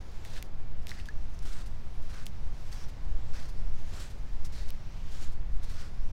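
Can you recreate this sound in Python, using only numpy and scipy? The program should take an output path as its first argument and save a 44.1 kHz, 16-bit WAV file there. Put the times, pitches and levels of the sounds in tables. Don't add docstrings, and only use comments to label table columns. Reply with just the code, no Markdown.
import sys
import numpy as np
from scipy import signal
from scipy.fft import rfft, irfft
from scipy.io import wavfile

SR = 44100
rng = np.random.default_rng(int(sys.argv[2]) if len(sys.argv) > 2 else 0)


def dump_mix(stems):
    frames = np.atleast_2d(stems).T
    limited = np.clip(frames, -1, 1)
    pcm = np.round(limited * 32767).astype(np.int16)
    wavfile.write(sys.argv[1], SR, pcm)


N = 269892
TIME = np.arange(N) / SR

# (heel down [s], contact [s], relative crunch level [dB], full weight after the heel [s],
#   boost at full weight [dB], heel spray level [dB], clothing swish level [dB],
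#   hollow under the sole [Hz], hollow against crunch [dB],
#   squelch at the sole's rim [Hz], squelch against crunch [dB])
STEPS = [(.25, 0.14, -58.5, .123, 7, -63, -58.5, 1750, -5.5, 3600, -4.5),
         (0.88, 0.12, -58.5, 0.14, 1.5, -55, -70, 1810, 1.5, 4660, -2),
         (1.455, 0.16, -55, 0.086, 0.5, -60, -64, 1370, -4, 8000, -12.5),
         (2.098, .13, -58, 0.067, 4, -70, -64, 1480, -0.5, 3900, -8.5),
         (2.72, .12, -59, 0.014, -1.5, -56, -58.5, 1480, -2.5, 5470, 0),
         (3.336, .122, -58.5, 0.026, 4, -75, -61, 1530, 0, 5030, -4.5),
         (3.936, 0.13, -55, 0.085, 4.5, -59, -56.5, 1470, -5.5, 7550, -8.5),
         (4.527, 0.13, -58, 0.05, 5, -61, -61.5, 1760, -6, 4400, -3),
         (5.116, 0.16, -59, 0.12, 6, -62, -58, 1420, -6.5, 6860, -7.5),
         (5.695, 0.18, -60, 0.11, 5.5, -58, -60, 1400, -1, 5330, -8)]
# (time [s], level [dB])
FLICKS = [(.449, -63.5), (.823, -66), (1.058, -60.5), (1.336, -66), (1.425, -57.5), (1.661, -56.5),
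          (2.023, -64.5), (2.266, -57), (2.886, -58), (3.488, -57.5), (4.103, -57.5), (4.449, -50.5),
          (4.683, -55.5), (5.319, -62), (5.632, -54)]
# (time [s], level before the low cut [dB], pitch [Hz], ring t60 [s],
#   crack gain against the ring [dB])
SNAPS = [(0.2507, -37, 2090, 0.0046, -1), (.4263, -31.5, 2420, 0.0018, 7.5), (.870, -27, 2730, 0.0011, -3),
         (0.8932, -32, 3930, 0.0046, -3), (0.908, -34.5, 4150, 0.0088, -7),
         (0.9995, -42.5, 2720, 0.016, -13), (1.057, -40.5, 3300, 0.0045, -3), (1.087, -44, 4630, 0.012, 0),
         (1.347, -49, 5700, 0.0046, -10), (1.3912, -38.5, 5650, 0.0028, -16),
         (2.2585, -35, 7060, 0.0019, 3), (2.2665, -28.5, 3200, 0.0023, 2), (2.7275, -41, 4600, 0.017, -10),
         (4.452, -40.5, 5460, .006, -8), (4.6913, -44, 3680, 0.0055, -3), (4.7048, -39, 2980, 0.0036, 10.5)]
# (time [s], level before the low cut [dB], start pitch [Hz], t60 [s])
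BUBBLES = [(0.3645, -42, 1800, 0.018), (0.377, -46, 1660, 0.024), (.9165, -29, 1970, 0.01),
           (1.087, -35, 1650, 0.055), (2.731, -43.5, 1930, 0.015)]
# (start [s], end [s], level change [dB])
SLACK = [(0.496, 0.775, -12.5), (5.364, 5.54, -9.5)]
# (start [s], end [s], lowest band from [Hz], to [Hz])
SWEEPS = [(0, .4, 6400, 9000), (1.0, 2.1, 5000, 9900), (2.38, 2.85, 5300, 9400), (3.1, 4.2, 2900, 8500),
          (4.8, 5.55, 1800, 5200), (5.45, 6.1, 2900, 5900)]
# (time [s], rise [dB])
GUSTS = [(1.22, 4), (2.5, 5.5), (3.12, 8), (3.68, 8), (4.35, 3), (4.6, 6), (5.21, 2.5), (5.56, 9),
         (6.05, 4.5)]
# (frequency [Hz], relative spectral density [dB])
SAND_SPECTRUM = [(500, 5.5), (1200, -6), (2800, -1), (4600, -1), (6500, -3.5), (8500, -8), (11000, -14),
                 (15500, -19.5)]
SPRAY_SPECTRUM = [(1000, 6.5), (3000, 2.5), (5200, 6.5), (7500, 2), (11000, -2.5), (15500, -11)]
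CLOTH_SPECTRUM = [(700, 2), (1700, 2), (3200, 1), (5600, 0.5), (7200, -6), (9000, -11), (12000, -16.5),
                  (15500, -19)]
WIND_SPECTRUM = [(1, -19), (4, -1), (8, 1.5), (14, -15.5), (25, -17.5), (45, -24.5), (80, -29),
                 (150, -37.5), (250, -48), (500, -69), (1500, -90.5)]
SURF_SPECTRUM = [(100, 2.5), (300, 0.5), (600, -1.5), (950, -4), (1400, -9), (2200, -11.5), (3200, -17),
                 (4800, -19.5), (6800, -26), (9500, -36.5), (15500, -41)]


def footfalls(trim_db=-0.5):
    grit = colour(grains(per_s=16000, spread_db=3.5), SAND_SPECTRUM) * undb(3.06 * wander(110))
    crunch = .82 * grit + .55 * froth()
    slips = grains(per_s=5000, spread_db=3.5)
    out = np.zeros(N)
    for heel, contact, db, weight_s, weight_db, _, _, hollow_hz, hollow_db, rim_hz, rim_db in STEPS:
        pressure = burst(heel, attack_s=.0079, hold_s=contact, t60_s=.15)
        load = pressure * undb(db + weight_db * bump(heel + weight_s, width_s=.028))
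        hollow = unit(resonate(resonate(slips, hollow_hz, 600), hollow_hz, 1500))
        squelch = unit(resonate(resonate(slips, rim_hz, 900), rim_hz, 2400))
        out += load * (crunch + undb(hollow_db) * hollow + undb(rim_db) * squelch)
    return undb(trim_db) * out


def froth(count=9000, q=14, spread_db=2.5):
    out, t = np.zeros(N), TIME[:512]
    for when, pitch, size in rng.random((count, 3)):
        hz = 1100 * 10 ** pitch
        ring = np.sin(2 * np.pi * hz * t) * np.exp(-np.pi * hz * t / q)
        strength = hz * undb(-spread_db * np.log(size + .03))
        add(out, when * TIME[-1], strength * ring)
    return colour(out, SAND_SPECTRUM)


def sprays():
    fizz = colour(grains(per_s=6900, spread_db=2.0), SPRAY_SPECTRUM)
    squeezed = sum(undb(spray_db) * burst(heel, attack_s=.0055, hold_s=.024, t60_s=.16)
                   for heel, _, _, _, _, spray_db, *_ in STEPS)
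    flicked = sum(undb(db) * burst(s, attack_s=.006, hold_s=.013, t60_s=.06) for s, db in FLICKS)
    return (squeezed + flicked) * fizz


def snaps(overtone_ratio=1.35, overtone_db=-5):
    out, t = np.zeros(N), TIME[:2048]
    for s, db, hz, t60, crack_db in SNAPS:
        phase = 2 * np.pi * hz * t
        modes = np.sin(phase) + undb(overtone_db) * np.sin(overtone_ratio * phase)
        ring = modes * undb(-60 * t / t60)
        crack = .3 * rng.standard_normal(len(t)) * np.exp(-t / .0006)
        crack[3] = 1.4
        low_cut = signal.butter(6, .72 * hz, "high", fs=SR, output="sos")
        add(out, s, undb(db) * signal.sosfilt(low_cut, ring + undb(crack_db) * crack))
    return out


def bubbles(glide=2.3):
    out, t = np.zeros(N), TIME[:4096]
    for s, db, hz, t60 in BUBBLES:
        phase = 2 * np.pi * hz * t * (1 + glide * t)
        add(out, s, undb(db - 60 * t / t60) * np.sin(phase))
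    return signal.sosfilt(signal.butter(3, 1200, "high", fs=SR, output="sos"), out)


def clothing(band_gap_hz=1850):
    hiss = noise()
    for start, end, start_hz, end_hz in SWEEPS:
        lowest_hz = np.interp(TIME, [start, end], [start_hz, end_hz])
        comb = sum(gain * gliding_band(lowest_hz + k * band_gap_hz, width_hz=800)
                   for k, gain in enumerate([.38, .2, .45, .28]))
        hiss += gate(start, end, rise_s=.054, fall_s=.088) * comb
    return colour(hiss, CLOTH_SPECTRUM) * rubbing() * undb(1.1 * wander(25))


def rubbing(steady_db=-66, rise_db_per_s=36.5, fall_db_per_s=58):
    power = undb(steady_db) ** 2
    for heel, _, _, _, _, _, swish_db, *_ in STEPS:
        since_peak = TIME - heel - .052
        slope_db = np.minimum(rise_db_per_s * since_peak, -fall_db_per_s * since_peak)
        power += undb(swish_db + slope_db) ** 2
    slack_db = sum(db * gate(start, end, rise_s=.076, fall_s=.1) for start, end, db in SLACK)
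    return np.sqrt(power) * undb(slack_db)


def wind(heave_db=-27, rumble_db=-27.5, split_hz=49.3):
    eddies = colour(noise(), WIND_SPECTRUM)
    heave = signal.sosfiltfilt(signal.butter(2, split_hz, fs=SR, output="sos"), eddies)
    rumble = eddies - heave
    lull_db = -5 * np.maximum(1 - TIME / .7, 0)
    gust_db = sum(db * bump(s, width_s=.087) for s, db in GUSTS)
    return undb(heave_db + lull_db + gust_db) * heave + undb(rumble_db + lull_db / 2) * rumble


def surf(body_db=-56, hiss_db=-55, swell_period_s=3.43, crest_s=3.4):
    wash = colour(noise(), SURF_SPECTRUM)
    body = signal.sosfilt(signal.butter(1, 1100, fs=SR, output="sos"), wash)
    swell_db = 1.3 * np.cos(2 * np.pi * (TIME - crest_s) / swell_period_s)
    return undb(hiss_db) * (wash - body) + undb(body_db + swell_db + .87 * wander(15)) * body


def seepage(level_db=-81):
    return undb(level_db) * colour(grains(per_s=50, spread_db=3), SPRAY_SPECTRUM)


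def undb(db):
    return 10 ** (np.asarray(db) / 20)


def unit(x):
    return x / np.sqrt(np.mean(x ** 2))


def noise():
    return rng.standard_normal(N)


def colour(x, spectrum):
    hz, db = np.transpose(spectrum)
    bin_hz = np.maximum(np.arange(N // 2 + 1) * SR / N, .5)
    gain = undb(np.interp(np.log(bin_hz), np.log(hz), db))
    return unit(irfft(rfft(x) * gain, N))


def resonate(x, hz, width_hz):
    return signal.lfilter(*signal.iirpeak(hz, hz / width_hz, fs=SR), x)


def wander(per_s):
    knots = rng.standard_normal(2048)
    return 1.2 * np.interp(TIME * per_s, np.arange(len(knots)), knots)


def grains(per_s, spread_db):
    ticks = (rng.random(N) < per_s / SR) * np.sign(noise())
    return ticks * undb(spread_db * np.minimum(rng.exponential(size=N), 4))


def gliding_band(hz, width_hz):
    envelope = signal.sosfilt(signal.butter(2, width_hz / 2, fs=SR, output="sos"), noise())
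    centre_hz = hz * (1 + .025 * wander(14))
    carrier = np.cos(2 * np.pi * np.cumsum(centre_hz) / SR)
    return unit(envelope * undb(1.5 * wander(14))) * carrier


def gate(start, end, rise_s, fall_s):
    return np.clip((TIME - start) / rise_s + 1, 0, 1) * np.clip((end - TIME) / fall_s + 1, 0, 1)


def burst(start, attack_s, hold_s, t60_s):
    rise = np.clip((TIME - start) / attack_s + 1, 0, 1)
    return rise * undb(-60 * np.maximum(TIME - start - hold_s, 0) / t60_s)


def bump(centre, width_s):
    return np.exp(-((TIME - centre) / width_s) ** 2)


def add(out, s, sound):
    i = int(s * SR)
    out[i:i + len(sound)] += sound[:N - i]


def scene():
    close = footfalls() + sprays() + snaps() + bubbles() + clothing() + seepage()
    return (close + surf() + wind())[None]


def record(dry, port_hz=13750, top_hz=15850):
    fade = np.sin(np.pi / 2 * gate(.01, TIME[-1] - .01, rise_s=.01, fall_s=.01)) ** 2
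    eased = dry * fade
    heard = eased + .39 * resonate(eased, port_hz, width_hz=900)
    return signal.sosfilt(signal.ellip(10, .2, 80, top_hz, fs=SR, output="sos"), heard)


dry = scene()
out = record(dry)
dump_mix(out)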